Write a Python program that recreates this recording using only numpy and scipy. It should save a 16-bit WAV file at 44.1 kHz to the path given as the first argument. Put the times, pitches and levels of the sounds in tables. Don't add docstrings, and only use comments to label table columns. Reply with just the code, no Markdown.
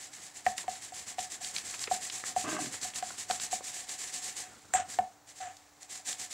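import sys
import numpy as np
from scipy import signal
from scipy.fft import rfft, irfft
from scipy.io import wavfile

SR = 44100
rng = np.random.default_rng(int(sys.argv[2]) if len(sys.argv) > 2 else 0)


def persist_wave(psi):
    counts = np.round(np.clip(psi, -1, 1) * 32767).astype(np.int16)
    wavfile.write(sys.argv[1], SR, np.atleast_2d(counts).T)


N = 279153
TIME = np.arange(N) / SR
FIRM_DB = -38


def gain_of(db):
    return 10 ** (np.asarray(db) / 20)


def unit_rms(x):
    return x / np.sqrt(np.mean(x ** 2) + 1e-20)


def read(points, hz):
    f, value = np.transpose(points)
    return np.interp(np.log(hz + 1), np.log(f + 1), value)


def level(curve):
    return gain_of(np.interp(TIME, *np.transpose(curve)))


def add(mix, s, sound):
    part = mix[round(s * SR):][:len(sound)]
    part += sound[:len(part)]


def cut(x, hz, kind, order=2):
    return signal.sosfilt(signal.butter(order, hz, kind, fs=SR, output="sos"), x)


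def colour(x, points, size=4096):
    log_gain = np.log(gain_of(read(points, abs(np.fft.fftfreq(size, 1 / SR)))))
    taps = np.fft.ifft(np.exp(np.conj(signal.hilbert(log_gain)))).real
    taps = taps[:size // 2]
    return signal.oaconvolve(x, taps / np.linalg.norm(taps))[:len(x)]


def resonate(x, hz, width):
    r = np.exp(-np.pi * width / SR)
    return 2 * signal.lfilter([1 - r], [1, -r * np.exp(2j * np.pi * hz / SR)], x).real


def wander(seconds):
    window = np.hanning(max(3, int(2 * seconds * SR)))
    return unit_rms(signal.oaconvolve(rng.standard_normal(N), window, "same"))


def grit(per_s, spread_db, smooth):
    size = gain_of(spread_db * np.minimum(rng.exponential(1, N), 4))
    size = size * rng.choice([-1, 1], N)
    fractures = unit_rms(size * (rng.random(N) < per_s / SR))
    return unit_rms(fractures + smooth * rng.standard_normal(N))


def swipe(start, stop, db, rise, fall, sag_db_per_s=0):
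    past_middle = np.clip(TIME, start, stop) - (start + stop) / 2
    swell = 1 + np.tanh((TIME - start) / rise)
    decline = 1 - np.tanh((TIME - stop) / fall)
    return gain_of(db - sag_db_per_s * past_middle) * swell * decline / 4


def ring(modes, hold_s=0):
    t = TIME[:SR // 2]
    fading = np.maximum(t - hold_s, 0)
    return sum(gain_of(db - 60 * fading / t60) * np.sin(2 * np.pi * hz * t) for hz, db, t60 in modes)


def burst(t60):
    t = TIME[:SR // 4]
    return rng.standard_normal(len(t)) * gain_of(-60 * t / t60)


def workshop(x):
    # f/Hz, t60/s
    tail_times = [(100, 0.35), (700, 0.27), (2000, 0.26), (8000, 0.083), (16000, 0.2)]
    # delay/s, level/dB
    bench_echoes = [(.0054, -24.5), (.0081, -22.5), (.0122, -36)]
    # delay/s, level/dB
    wall_echoes = [(.056, -39), (.0655, -29)]
    sparse = rng.random(SR // 2) < 3000 / SR
    taps = rng.choice([-1., 1.], SR // 2) * sparse * (TIME[:SR // 2] > .012)
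    hz, t, z = signal.stft(taps, SR, nperseg=256)
    decay = gain_of(-60 * t / read(tail_times, hz)[:, None])
    tail = signal.istft(z * decay, SR, nperseg=256)[1]
    near, far = np.zeros((2, len(tail)))
    for s, db in bench_echoes:
        add(near, s, gain_of([db]))
    for s, db in wall_echoes:
        add(far, s, gain_of([db]))
    early = cut(near, 3000, "low", order=1) + cut(far, 630, "low", order=6)
    reverb = early + gain_of(-14.5) * tail / np.linalg.norm(tail)
    return x + signal.fftconvolve(x, reverb)[:N]


def background(shake):
    # f/Hz, relative density/dB per Hz
    rumble_colour = [(30, -20), (70, -11), (96, -0.5), (130, -7.5), (215, -4.5), (300, -6.5), (450, -8.5),
                     (650, -15.5), (1500, -8), (5000, -104)]
    # f/Hz, relative density/dB per Hz
    air_colour = [(30, -2), (90, 10), (200, -6), (400, -1.5), (750, 9.5), (1200, 2.5), (3000, -8.5),
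                  (7000, -3), (10000, -15.5), (16000, -12.5)]
    hum_hz, hum_rms_db = 294.2, -73.5
    whine_hz, whine_rms_db = 15625, -89
    lumps = gain_of(3.5 * wander(seconds=.02))
    rumble = gain_of(-3.5) * shake * colour(rng.standard_normal(N) * lumps, rumble_colour)
    air = gain_of(-63.5) * colour(rng.standard_normal(N), air_colour)
    hum = gain_of(hum_rms_db) * np.sin(2 * np.pi * hum_hz * TIME)
    whine = gain_of(whine_rms_db) * np.sin(2 * np.pi * whine_hz * TIME)
    return rumble + air + np.sqrt(2) * (hum + whine)


def shaking(scraping):
    # t/s, level/dB
    handling = [(0, -66), (1.2, -63), (1.8, -59.5), (2.3, -61), (2.9, -57.5), (3.4, -63.5), (3.9, -74),
                (4.3, -65), (4.85, -59), (5.25, -71), (6.3, -78)]
    lag_s, grind_db = 0.019, -14.5
    late_scrape = np.interp(TIME - lag_s, TIME, scraping)
    return np.hypot(level(handling), gain_of(grind_db) * late_scrape)


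def boom(scraping):
    hz, width_hz, against_scrape_db = 96.4, 9, -22
    tone = np.sqrt(2) * np.sin(2 * np.pi * hz * TIME)
    return resonate(gain_of(against_scrape_db) * scraping * tone, hz, width_hz)


def judder():
    # f/Hz, width/Hz, relative level/dB
    head_modes = [(148, 49, -9.5), (222, 47, -6), (296, 32, 7), (364, 110, -6.5), (622.4, 28, 5.5),
                  (790, 140, -13), (1038, 8.3, 10.5), (1130, 31, -7), (1147, 100, -1), (1567, 47, 4),
                  (1930, 200, -8), (2590, 120, -3)]
    slips = grit(per_s=390, spread_db=4.0, smooth=0.73)
    body = sum(gain_of(db) * resonate(slips, hz, width) for hz, width, db in head_modes)
    body = unit_rms(cut(cut(body, 90, "high"), 2370, "low"))
    low = cut(body, 400, "low")
    settled = np.clip((TIME - 2.56) / 0.085, 0, 1)
    slipping = swipe(start=2.441, stop=2.685, db=-37, rise=0.0022, fall=.018)
    return slipping * (body * (1 - 0.83 * settled) + 0.73 * settled * low)


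def crack(hz, t60):
    shape = [(hz / 8, -20), (hz / 2, -5), (hz, 0), (hz * 1.15, -4), (hz * 3, -24), (hz * 9, -45)]
    return cut(colour(burst(t60), shape), 9700, "low")


def snaps(speed):
    # t/s, level/dB ahead of the top cut, centre f/Hz, t60/s
    large_grains = [(.58, -24.5, 7200, .013), (.581, -37, 2020, .05), (.6413, -45, 930, .04),
                    (1.191, -27.5, 3570, 0.018), (1.32, -37, 7300, 0.016), (1.446, -29, 4440, 0.014),
                    (1.563, -25.5, 4330, 0.021), (1.583, -27.5, 4970, 0.017), (1.7413, -37.5, 2340, 0.062),
                    (1.793, -30, 6000, 0.012), (1.8397, -25, 4960, 0.011), (1.8734, -33.5, 2170, 0.041),
                    (1.878, -37.5, 440, .02), (2.099, -29.5, 4300, 0.022), (2.2388, -30.5, 1670, 0.011),
                    (2.741, -37.5, 1400, 0.025), (2.814, -38, 6500, 0.027), (2.937, -34.5, 2330, 0.011),
                    (2.959, -29, 6000, .015), (3.105, -37, 1500, .028), (3.183, -43, 5570, 0.012),
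                    (3.3097, -23.5, 4130, 0.011), (3.3108, -25.5, 1150, .015), (3.399, -29, 3550, 0.013),
                    (3.608, -39.5, 780, .02), (3.893, -33, 6040, .025), (5.29, -48, 6460, 0.017),
                    (5.568, -44, 6700, 0.021), (5.83, -37, 6300, 0.014), (6.129, -30.5, 5140, .015)]
    crumbs_per_s, crumb_db = 9, 4.5
    out = np.zeros(N)
    for s, db, hz, t60 in large_grains:
        add(out, s, gain_of(db) * crack(hz, t60))
    breaks = (rng.random(N) < crumbs_per_s / SR) * rng.uniform(0.27, 1, N) * speed
    crumbs = signal.oaconvolve(breaks, crack(hz=4000, t60=0.021))[:N]
    return out + gain_of(FIRM_DB + crumb_db) * crumbs


def knocks():
    # t/s, port ring/dB, tick/dB, steel ring/dB
    hits = [(0.465, -12.5, -18, -54), (0.6806, -20.5, -31.5, -56), (.9219, -35, -43, -53),
            (1.1838, -22.5, -32.5, -57), (1.411, -39, -52, -53), (1.9132, -15.5, -34, -55),
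            (2.3636, -16, -32, -44), (2.588, -27, -45, -55), (2.8485, -31.5, -33, -54),
            (3.026, -23, -28, -48), (3.3, -19, -29, -43), (3.529, -21, -33, -42),
            (4.7378, -19, -19.5, -27.5), (4.7486, -17.5, -44, -38), (4.9878, -12, -23.5, -57)]
    # f/Hz, relative level/dB, t60/s
    port_modes = [(737.3, 1.5, 0.05)]
    # f/Hz, relative level/dB, t60/s
    steel_modes = [(1670, -35, .3), (2655, -22, .3), (3100, -29, 0.33), (6340, -10, 0.16),
                   (6950, -6.5, 0.14), (7310, -5, .08), (7510, 4.5, 0.097), (7940, -5, .16),
                   (8240, -7, 0.12), (8240, -17, 0.28), (9840, -33, .25), (12600, -22, 0.12)]
    # f/Hz, relative level/dB, t60/s
    bench_modes = [(93, 8, 0.15), (153, -9, 0.23), (215, 6, 0.22), (430.3, 3.5, 0.22)]
    # f/Hz, relative density/dB per Hz
    tick_colour = [(100, -13), (400, -25.5), (1100, -5), (1450, -4.5), (1780, 1.5), (2100, -6), (2600, -11),
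                   (4000, -16.5), (8000, -26), (16000, -34)]
    rings, ticks, thuds = np.zeros((3, N))
    port = ring(port_modes, hold_s=0.0074)
    steel, bench = ring(steel_modes), ring(bench_modes)
    bench = bench * (1 - np.exp(-TIME[:len(bench)] / 0.0057))
    for s, port_db, tick_db, steel_db in hits:
        add(rings, s, gain_of(port_db - 5.0) * port + gain_of(steel_db) * steel)
        add(ticks, s, gain_of([tick_db + 10.5]))
        add(ticks, s, gain_of(tick_db - 9.5) * burst(t60=0.028))
        add(thuds, s, gain_of(port_db - 38.5) * bench)
    return cut(rings, 685, "high") + colour(ticks, tick_colour) + thuds


def grinding():
    # start t/s, stop t/s, scrape level/dB, port hum level/dB
    grinds = [(4.43, 4.512, -56, -60), (4.751, 4.789, -33.5, -31.5), (4.798, 4.828, -43.5, -34),
              (5.405, 5.515, -48.5, -44)]
    scrape, hum = np.zeros((2, N))
    for start, stop, scrape_db, hum_db in grinds:
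        press = swipe(start, stop, 0, rise=0.0028, fall=0.43 * (stop - start), sag_db_per_s=56)
        scrape = scrape + gain_of(scrape_db) * press
        hum = hum + gain_of(hum_db) * press
    return scrape, hum


def seat(speed, scraping, humming):
    # f/Hz, relative density/dB per Hz
    scrape_colour = [(200, -21), (600, -6), (1200, -3.5), (1750, 4.5), (2300, -3), (3200, -5.5),
                     (5000, -14), (7500, 2.5), (9000, -18), (16000, -54)]
    hollow_db, growth, lag_s = -59.5, 0.96, 0.023
    scrape = colour(scraping * grit(per_s=1100, spread_db=2.5, smooth=0.92), scrape_colour)
    turns = np.cumsum(738 + 16 * wander(seconds=0.00646)) / SR
    flutter = gain_of(3 * wander(seconds=.009))
    hum = np.sqrt(2) * np.sin(2 * np.pi * turns) * flutter
    late_speed = np.interp(TIME - lag_s, TIME, speed)
    return scrape + (humming + gain_of(hollow_db) * late_speed ** growth) * hum


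def sliding():
    # start t/s, stop t/s, level/dB on the scale of FIRM_DB
    strokes = [(0, 0.075, -46), (0.128, 0.205, -48.5), (0.22, 0.288, -45.5), (0.354, 0.391, -43),
               (0.456, 0.519, -41.5), (0.574, 0.615, -37.5), (0.688, 0.788, -45), (0.82, 0.877, -42),
               (0.938, 1.038, -43.5), (1.071, 1.118, -40), (1.19, 1.254, -38), (1.309, 1.355, -39),
               (1.416, 1.509, -40), (1.539, 1.611, -39.5), (1.644, 1.781, -42), (1.799, 1.85, -36.5),
               (1.908, 1.973, -35.5), (2.017, 2.081, -37), (2.123, 2.212, -39), (2.253, 2.308, -35.5),
               (2.369, 2.442, -35.5), (2.485, 2.56, -38), (2.593, 2.682, -38), (2.719, 2.77, -38.5),
               (2.82, 2.887, -36.5), (2.954, 2.979, -31), (3.037, 3.142, -43.5), (3.181, 3.224, -36),
               (3.293, 3.374, -38), (3.409, 3.46, -34), (3.518, 3.565, -33.5), (3.637, 3.72, -40),
               (3.732, 3.841, -42), (3.887, 3.949, -38), (3.984, 4.112, -41), (4.132, 4.191, -36.5),
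               (4.222, 4.32, -39), (4.366, 4.429, -37.5), (4.891, 4.966, -43), (5.28, 5.32, -50.5),
               (5.358, 5.455, -51), (5.815, 5.835, -46), (5.9, 5.994, -42.5), (6.062, 6.135, -35.5),
               (6.186, 6.26, -39.5), (6.31, 6.355, -37.5)]
    power = np.zeros(N)
    for start, stop, db in strokes:
        power += swipe(start, stop, db, rise=0.013, fall=0.031, sag_db_per_s=12) ** 2
    return np.sqrt(power) / gain_of(FIRM_DB)


def rasp(speed):
    # t/s, level/dB
    rubbing = [(0, -62), (4.4, -56.5), (4.7, -63), (5.0, -57.5), (5.2, -72.5), (5.55, -61.5), (5.7, -68)]
    # f/Hz, relative density/dB per Hz
    fine_colour = [(300, -28), (1400, -30.5), (2500, -10.5), (3500, -8), (4300, -5.5), (5400, -4.5),
                   (6300, -.5), (7400, 3), (8250, -0.5), (8700, -6), (9500, -6), (10000, -10.5),
                   (12000, -20), (16000, -28.5)]
    # f/Hz, relative density/dB per Hz
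    coarse_colour = [(100, -3.5), (230, -2.5), (550, -2.5), (1130, -1), (1480, -4), (1740, 5), (2100, 5),
                     (2650, -0.5), (3500, 0), (5000, -0.5), (9000, -6.5), (16000, -25)]
    coarse_db, coarse_growth = -46, 0.82
    fine = np.hypot(gain_of(FIRM_DB) * speed, level(rubbing))
    coarse = np.hypot(gain_of(coarse_db) * speed ** coarse_growth, gain_of(-1) * level(rubbing))
    grip = gain_of(1.1 * wander(seconds=.007))
    fine = fine * grip * grit(per_s=6000, spread_db=4, smooth=1.2)
    coarse = coarse * grip * grit(per_s=2500, spread_db=2, smooth=.9)
    hiss = gain_of(-0.95) * colour(fine, fine_colour)
    singing = gain_of(6) * resonate(fine, 7310, 28)
    singing += gain_of(-2) * resonate(fine, 7510, 45)
    singing += gain_of(-4.0) * resonate(fine, 7860, 50)
    crunch = gain_of(-1.02) * colour(coarse, coarse_colour)
    hollow = gain_of(-0.5) * resonate(coarse, 1730, 100)
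    hollow += gain_of(7.5) * resonate(resonate(coarse, 728, 87), 850, 160)
    return hiss + singing + crunch + hollow


def scene():
    # f/Hz, side minus mid level/dB
    width = [(60, -8), (160, -16), (350, -15), (1400, -20), (2600, -32.5), (5000, -20.5), (7500, -12),
             (9000, -17.5), (13000, -42)]
    # f/Hz, left minus right level/dB
    balance = [(30, 5), (85, -6), (180, -2.8), (350, 1), (740, 0.8), (1400, -0.6), (2800, -0.5), (16000, 0)]
    # f/Hz, relative density/dB per Hz
    side_rumble_colour = [(30, 4), (60, 11), (100, -6), (200, -1), (400, -10), (1500, -53), (5000, -74)]
    speed = sliding()
    scraping, humming = grinding()
    shake = shaking(scraping)
    port = workshop(knocks() + seat(speed, scraping, humming))
    rest = workshop(rasp(speed) + snaps(speed) + judder()) + boom(scraping) + background(shake)
    hz, mid = np.fft.rfftfreq(N, 1 / SR), rfft(port + rest)
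    scatter = np.exp(1j * np.angle(rfft(burst(t60=0.052), N)))
    side = rfft(rest + gain_of(0.5) * port) * scatter * gain_of(read(width, hz))
    side_rumble = gain_of(-12) * shake * colour(rng.standard_normal(N), side_rumble_colour)
    side = side + rfft(gain_of(-24) * port + side_rumble)
    lean = gain_of(read(balance, hz) / 2)
    return np.array([irfft((mid + side) * lean, N), irfft((mid - side) / lean, N)])


def record(dry):
    thinned = cut(dry, 56, "high")
    band_limit = signal.firwin(511, 15800, window=("kaiser", 9), fs=SR)
    return signal.oaconvolve(thinned, band_limit[None], "same")


dry = scene()
out = record(dry)
persist_wave(out)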